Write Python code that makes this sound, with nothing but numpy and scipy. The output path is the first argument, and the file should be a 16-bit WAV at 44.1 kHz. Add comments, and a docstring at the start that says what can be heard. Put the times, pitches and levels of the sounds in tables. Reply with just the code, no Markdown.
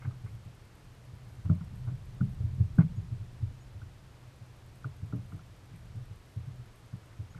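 """A small fishing boat adrift on a calm lake: a man walks along it, heard from a camera on a pole in the stern.
Each footfall lands heel first, then sole, as ringing hull and deck modes; bumps and nudges use the same modes.
Feet scuff in grainy noise, and loose fittings and tackle clack as short, high rings.
The knocks leave a diffuse tail in the hull, which rumbles and sways in shaped noise as his weight shifts.
Behind it lie a faint hiss, the camera's ticking electronics and three tiny, high chirps."""
import sys
import numpy as np
from scipy import signal
from scipy.fft import rfft, irfft
from scipy.io import wavfile
from scipy.ndimage import uniform_filter1d

SR = 44100
rng = np.random.default_rng(int(sys.argv[2]) if len(sys.argv) > 2 else 0)


def persist_wave(psi):
    """Save psi, clipped to +-1, as 16-bit WAV."""
    counts = np.round(np.clip(psi, -1, 1) * 32767).astype(np.int16)
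    wavfile.write(sys.argv[1], SR, np.atleast_2d(counts).T)


N = 326091

# the weight shifting in the boat, before the gains of drone, sway and nudges: t/s, level/dB
RUMBLE = [(0.0, -53), (0.31, -49), (0.57, -56), (0.95, -56), (1.71, -45), (2.12, -46.5), (2.36, -42),
          (2.72, -44), (4.28, -57), (4.82, -55.5), (5.21, -48.5), (5.54, -55.5), (5.95, -47.5), (6.22, -60),
          (6.59, -49.5), (6.75, -59), (7.39, -53.5)]
# colour of dry rattling and scraping: f/Hz, relative level/dB
RATTLE = [(300, -25), (600, -6), (850, -2.5), (1150, 1.5), (1550, 1.5), (1720, -17.5), (2150, -8.5),
          (2600, -24), (4000, -30.5), (15000, -61)]


def amp(db):
    """Decibels to gain."""
    return 10 ** (np.asarray(db) / 20)


def unit_rms(x):
    """Scales a sound to an rms of one."""
    return x / np.sqrt(np.mean(x ** 2) + 1e-20)


def unit_peak(x):
    """Scales a sound to a peak of one."""
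    return x / (abs(x).max() + 1e-20)


def decay(t, t60):
    """Exponential fall by 60 dB in t60 seconds."""
    return np.exp(-np.log(1000) * t / t60)


def add(mix, s, sound):
    """Mixes a sound in at a time in seconds."""
    part = mix[max(round(s * SR), 0):][:len(sound)]
    part += sound[:len(part)]


def noise(colour, size):
    """Noise of unit rms with a spectrum given as (Hz, dB) points."""
    hz, db = np.transpose(colour)
    bins_hz = np.fft.rfftfreq(size, 1 / SR)
    gain = amp(np.interp(np.log(bins_hz + 1), np.log(hz), db))
    return unit_rms(irfft(rfft(rng.standard_normal(size)) * gain, size))


def level(curve):
    """Gain at every sample from (s, dB) points."""
    return amp(np.interp(np.arange(N) / SR, *np.transpose(curve)))


def ring(modes, t, extra_db=0):
    """Dying modes; neighbours start in opposite directions, so the sound swells as the wave travels to the pole."""
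    hz, db, t60 = np.transpose(modes)
    height = (-1) ** np.arange(len(hz)) * amp(db + extra_db)
    swings = np.sin(2 * np.pi * np.outer(hz, t))
    return height @ (swings * decay(t, t60[:, None]))


def knock(db, hard_db, plates_db, spot, soft_hz=146, steepness=14,
          contact_s=0.002377, travel_s=0.003921, swell_s=0.00785):
    """A soft blow moves mostly the lowest hull modes, a hard one the upper too; the plates have their own level."""
    # modes of the hull, before the spot factor: f/Hz, relative level/dB, t60/s
    hull_modes = [(58, -34, 0.19), (94.1, 0.5, 0.18), (122.42, 4.5, 0.173), (167.1, 2.5, 0.2077),
                  (189.9, 1.5, 0.1583), (243.4, -6, 0.066)]
    # modes of the deck plates: f/Hz, relative level/dB, t60/s
    plate_modes = [(284, 0, .13), (342, -11, .12), (417, -9, .15), (485, -18, .1), (550, -21, .09),
                   (614, -16, .16), (680, -18, .1), (800, -21, .08), (930, -22, .07), (1088, -23, .11),
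                   (1217, -23, .11)]
    t = np.arange(SR // 3) / SR
    # hardness acts on the modes above soft_hz
    upper = 1 / (1 + (soft_hz / np.transpose(hull_modes)[0]) ** steepness)
    push = np.sin(np.pi * np.minimum(t[:SR // 100] / contact_s, 1)) ** 2
    boom = ring(hull_modes, t * spot, hard_db * upper)
    out = unit_peak(signal.oaconvolve(boom, push))
    # each knock favours other plate modes at random, and their ring builds up as it spreads over the deck
    favour_db = 2 * rng.standard_normal(len(plate_modes))
    plates = ring(plate_modes, t, favour_db) * (1 - np.exp(-t / swell_s))
    add(out, travel_s, amp(plates_db) * unit_peak(plates))
    return amp(db) * out


def footsteps(sole_softer_db=9, sole_plates_db=-3,
              rebound_s=.058, rebound_loss_db=14, rebound_plates_db=-30, rebounds=2):
    """The heel strikes, the foot rolls onto its softer sole, and the deck rebounds ever more weakly."""
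    # footfalls: t/s, heel's hull peak/dB, hardness on the upper hull modes/dB, deck plates against the boom/dB,
    # factor on the hull modes for the spot struck, roll to the sole/s, sole against the heel/dB
    footfalls = [ (0.045, -30, -12, -19.5, 1.035, 0.0224, 5), (1.49, -13, -0.5, -20, 0.991, 0.01295, -0.5),
                 (1.912, -30, -20, -24.5, 1.172, 0.02405, -1), (2.203, -16.5, -1, -24.5, 1.07, 0.0237, -4),
                 (2.436, -22, -24, -30.5, 0.916, .026, -9.5),
                 (2.572, -29.5, -4.5, -25.5, 0.9345, .024, 15.5), (2.778, -8, 8, -20, 0.948, 0.01813, -18),
                 (3.398, -35, -15, -23, 0.944, 0.0247, 12.5),
                 (4.846, -28.5, -21.5, -15.5, 1.089, 0.01623, -7),
                 (5.124, -24, -4.5, -10, 1.01, 0.0255, -4), (5.320, -34, 3, -13.5, 0.951, 0.02034, 0),
                 (6.361, -27.5, -14, -23.5, 0.951, .035, -10.5)]
    out = np.zeros(N)
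    for s, db, hard_db, plates_db, spot, roll_s, sole_db in footfalls:
        heel = knock(db, hard_db, plates_db, spot)
        add(out, s, heel)
        sole = knock(db + sole_db, hard_db - sole_softer_db, plates_db + sole_plates_db, spot)
        add(out, s + roll_s, sole)
        for k in range(1, rebounds + 1):
            rebound = knock(db - k * rebound_loss_db, hard_db, rebound_plates_db, spot)
            add(out, s + k * rebound_s, rebound)
    return out


def bumps(plates_db=-22.5):
    """A foot, knee or hand strikes the hull once, between the footfalls."""
    # bumps: t/s, hull peak/dB, hardness on the upper hull modes/dB, factor on the hull modes for the spot struck
    strikes = [ (0.236, -31, -14, 0.965), (0.306, -38.5, -20.5, 0.914), (0.45, -36, -8.5, 0.976),
               (1.125, -38, -19.5, 1.062), (1.448, -23.5, -9, 0.858), (1.6, -33.5, 10, 0.929),
               (1.718, -36, -0.5, 1.008), (1.87, -25, -20.5, 0.978), (2.394, -25.5, -19, 0.89),
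               (2.971, -26, -10.5, 0.924), (3.113, -28, -18, .96), (3.198, -33.5, -17.5, .87),
               (3.746, -37.5, -25.5, 0.8), (3.816, -34.5, -20.5, 0.915), (4.406, -38, -19, 0.988),
               (5.018, -28, -8, 0.866), (5.727, -33.5, -9.5, .96), (5.961, -32, -25, 1.034),
               (6.1, -35, -12, 0.903), (6.47, -33.5, -34, 1.164), (6.927, -29.5, -7, 1.04),
               (7.189, -29, -16, 0.894), (7.348, -35, -3.5, 0.948)]
    out = np.zeros(N)
    for s, db, hard_db, spot in strikes:
        add(out, s, knock(db, hard_db, plates_db, spot))
    return out


def nudges(per_s=4, against_rumble_db=7.5, spread_db=1, hard_db=-14, plates_db=-20, spot_spread=0.074):
    """Keeping his balance, the man nudges the deck at random, harder while his weight is on the move."""
    out = np.zeros(N)
    for slot in np.arange(0, N / SR, 1 / per_s):
        s = slot + rng.random() / per_s
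        strength, spot = rng.standard_normal(2)
        db = np.interp(s, *np.transpose(RUMBLE)) + against_rumble_db + spread_db * strength
        add(out, s, knock(db, hard_db, plates_db, 1 + spot_spread * spot))
    return out


def scuffs(peak_at=0.293, grain=0.304):
    """A foot slides briefly: a grainy scrape that swells quickly and fades."""
    # feet on the deck: t/s, length/s, rms level at the height of the stroke/dB
    slides = [(0.01, .12, -62), (0.258, 0.03, -62.5), (1.444, 0.0366, -60), (1.866, 0.051, -53.5),
              (2.794, 0.0514, -47), (7.079, 0.094, -67), (7.375, 0.031, -58.5)]
    out = np.zeros(N)
    for s, length_s, db in slides:
        size = round(length_s * SR)
        stroke = np.interp(np.linspace(0, 1, size), [0, peak_at, 1], [0, 1, 0])
        roughness = unit_rms(uniform_filter1d(rng.standard_normal(SR // 4), size=90))
        catches = unit_rms(np.exp(grain * roughness))
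        scrape = catches * noise(RATTLE, SR // 4)
        add(out, s, amp(db) * stroke * scrape[:size])
    return out


def fittings(rise_s=0.00185, rattle_t60=0.0857):
    """Each clack of a loose fitting blends a short modal ring with a dry rattle of noise."""
    # clacks: t/s, peak level/dB, share of loose rattle (0-1), factor on the modes
    clacks = [ (0.019, -46, 0.56, 1.09), (0.048, -44.5, 0.44, 1.124), (0.1066, -49, 0.81, 0.81),
              (0.261, -53.5, 0.64, 1.05), (1.495, -39.5, 0.43, .96), (1.608, -49, 0.43, .98),
              (2.208, -39, 0.1, 1.01), (2.784, -31.5, 0.48, 1.07), (3.816, -47.5, 0, 1.043),
              (4.843, -34.5, 0.21, 1.008), (5.124, -44, 0.36, .97), (5.321, -48, 0.5, 0.99),
              (5.391, -50, 0.06, 0.965), (6.655, -56, 0.66, 1), (6.928, -56, 0.68, .95),
              (7.028, -57, 0.51, 1.05), (7.346, -48, 0.34, 1)]
    # modes of the fittings, before that factor: f/Hz, relative level/dB, t60/s
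    fitting_modes = [(1215, -5.5, 0.0418), (1390, 4.5, 0.025), (1485.2, -1.5, 0.034), (1530, -27, 0.025)]
    out, t = np.zeros(N), np.arange(SR // 6) / SR
    for s, db, loose, tuning in clacks:
        rattle = unit_peak(noise(RATTLE, len(t)) * decay(t, rattle_t60))
        tone = unit_peak(ring(fitting_modes, t * tuning))
        clack = (1 - loose) * tone + loose * rattle
        add(out, s, amp(db) * unit_peak(clack * (1 - np.exp(-t / rise_s))))
    return out


def tackle(length_s=0.025, count=8):
    """A jolt sets light tackle ticking in a quick cluster of small rings."""
    # jolts: t/s, peak level of the cluster/dB
    jiggles = [(0.018, -53.5), (0.045, -54), (0.261, -56.5), (2.802, -52), (5.735, -57.5), (7.115, -61.5),
               (7.355, -59.5)]
    # modes of the tackle: f/Hz, relative level/dB, t60/s
    tackle_modes = [(2125, 4.5, 0.0204), (2225.5, 0, 0.0255), (2382, -1, 0.0167)]
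    out, t = np.zeros(N), np.arange(SR // 12) / SR
    for s, db in jiggles:
        cluster = np.zeros(SR // 6)
        for k, (late, size) in enumerate(rng.random((count, 2))):
            add(cluster, length_s * (k + late) / count, (.5 + size) * ring(tackle_modes, t))
        add(out, s, amp(db) * unit_peak(cluster))
    return out


def scatter(x, low_t60=1.0, high_t60=0.14, split_hz=230, build_s=0.039):
    """Waves run to and fro in the hull: a diffuse tail in which the bass lasts longest."""
    t = np.arange(SR * 2 // 3) / SR
    paths = rng.standard_normal(len(t)) * (1 - np.exp(-t / build_s))
    low = signal.sosfiltfilt(signal.butter(3, split_hz, fs=SR, output="sos"), paths)
    tail = 0
    for band, t60 in (low, low_t60), (paths - low, high_t60):
        fall = decay(t, t60)
        tail = tail + band * fall / np.linalg.norm(fall)
    return signal.oaconvolve(x, tail)[:N]


def rocking(drone_db=1.35, sway_db=-6.5, sway_lag_s=0.11):
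    """The hull drones as the weight in it shifts; the whole boat flexes a moment later, deeper down."""
    # colour of the drone: f/Hz, relative level/dB
    drone_colour = [(30, -30), (60, -4), (90, -1.5), (110, -1.5), (130, 4), (150, -19), (175, -9),
                    (230, -26.5), (400, -39), (900, -73)]
    # colour of the flexing: f/Hz, relative level/dB
    sway_colour = [(10, -17.5), (22, -8.5), (32, -2.5), (42, -3.5), (56, -7), (75, -13), (200, -62),
                   (600, -91)]
    drone = amp(drone_db) * level(RUMBLE) * noise(drone_colour, N)
    flexing = level([(s + sway_lag_s, db + sway_db) for s, db in RUMBLE])
    return drone + flexing * noise(sway_colour, N)


def hiss(rms_db=-61):
    """A faint, steady hiss: shaped noise at one level throughout."""
    # colour of the hiss: f/Hz, relative level/dB
    hiss_colour = [(20, -17), (150, -2), (300, -1.5), (600, -5.5), (1200, -9), (2400, -13.5), (4800, -18.5),
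                   (7500, -23), (8400, -23), (9500, -27), (11200, -26), (13000, -30.5), (15000, -36.5)]
    return amp(rms_db) * noise(hiss_colour, N)


def electronics(tick_db=-73.0, burst_db=-78, jitter_s=0.0027, tick_s=0.0103, burst_s=0.087, spread_db=1):
    """In spells, the camera's circuits tick ten times a second, faint and high, and buzz longer twice a second."""
    # colour of the buzz: f/Hz, relative level/dB
    buzz_colour = [(2000, -40), (7700, -20), (8100, -3), (8400, 2), (8800, -8), (10200, -11), (11000, -3),
                   (12000, -4), (13000, -13), (15000, -30)]
    # spells of ticking: from t/s, to t/s
    spells = [(0.148, 2.9), (4.356, 7.1)]
    # longer bursts: time into each second/s
    burst_at = [0.2734, .74]
    gate = np.zeros(N)
    tick = signal.windows.tukey(round(tick_s * SR), .5)
    burst = signal.windows.tukey(round(burst_s * SR), .5)
    burst_times = np.add.outer(np.arange(N // SR + 1), burst_at).ravel()
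    for start, end in spells:
        for s, (late, strength) in zip(np.arange(start, end, 1 / 10), rng.standard_normal((40, 2))):
            add(gate, s + jitter_s * late, amp(tick_db + spread_db * strength) * tick)
        for s in burst_times[(burst_times > start) & (burst_times < end)]:
            add(gate, s, amp(burst_db) * burst)
    return gate * noise(buzz_colour, N)


def chirps(length_s=0.0457, waver_hz=110):
    """Thin, wavering sine notes, as of a small bird far off on the shore."""
    # notes: t/s, peak level/dB, f before the waver/Hz
    notes = [(2.951, -70, 6720), (3.597, -70, 6770), (7.294, -70, 6700)]
    out, size = np.zeros(N), round(length_s * SR)
    for s, db, hz in notes:
        waver = unit_rms(uniform_filter1d(rng.standard_normal(size), size=60))
        phase = 2 * np.pi * np.cumsum(hz + waver_hz * waver) / SR
        add(out, s, amp(db) * signal.windows.tukey(size, .5) * np.sin(phase))
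    return out


def scene(tail_db=-17):
    """Knocks, scuffs and clacks with their tail in the hull, over rumble, hiss, electronics and chirps."""
    knocks = footsteps() + bumps() + nudges() + scuffs() + fittings() + tackle()
    background = rocking() + hiss() + electronics() + chirps()
    return (knocks + amp(tail_db) * scatter(knocks) + background)[None]


def record(dry, edge_hz=15300):
    """The camera's band limit: a steep low-pass."""
    band_limit = signal.firwin(401, edge_hz, window=("kaiser", 8), fs=SR)
    return signal.oaconvolve(dry, band_limit[None], "same")


dry = scene()
out = record(dry)
persist_wave(out)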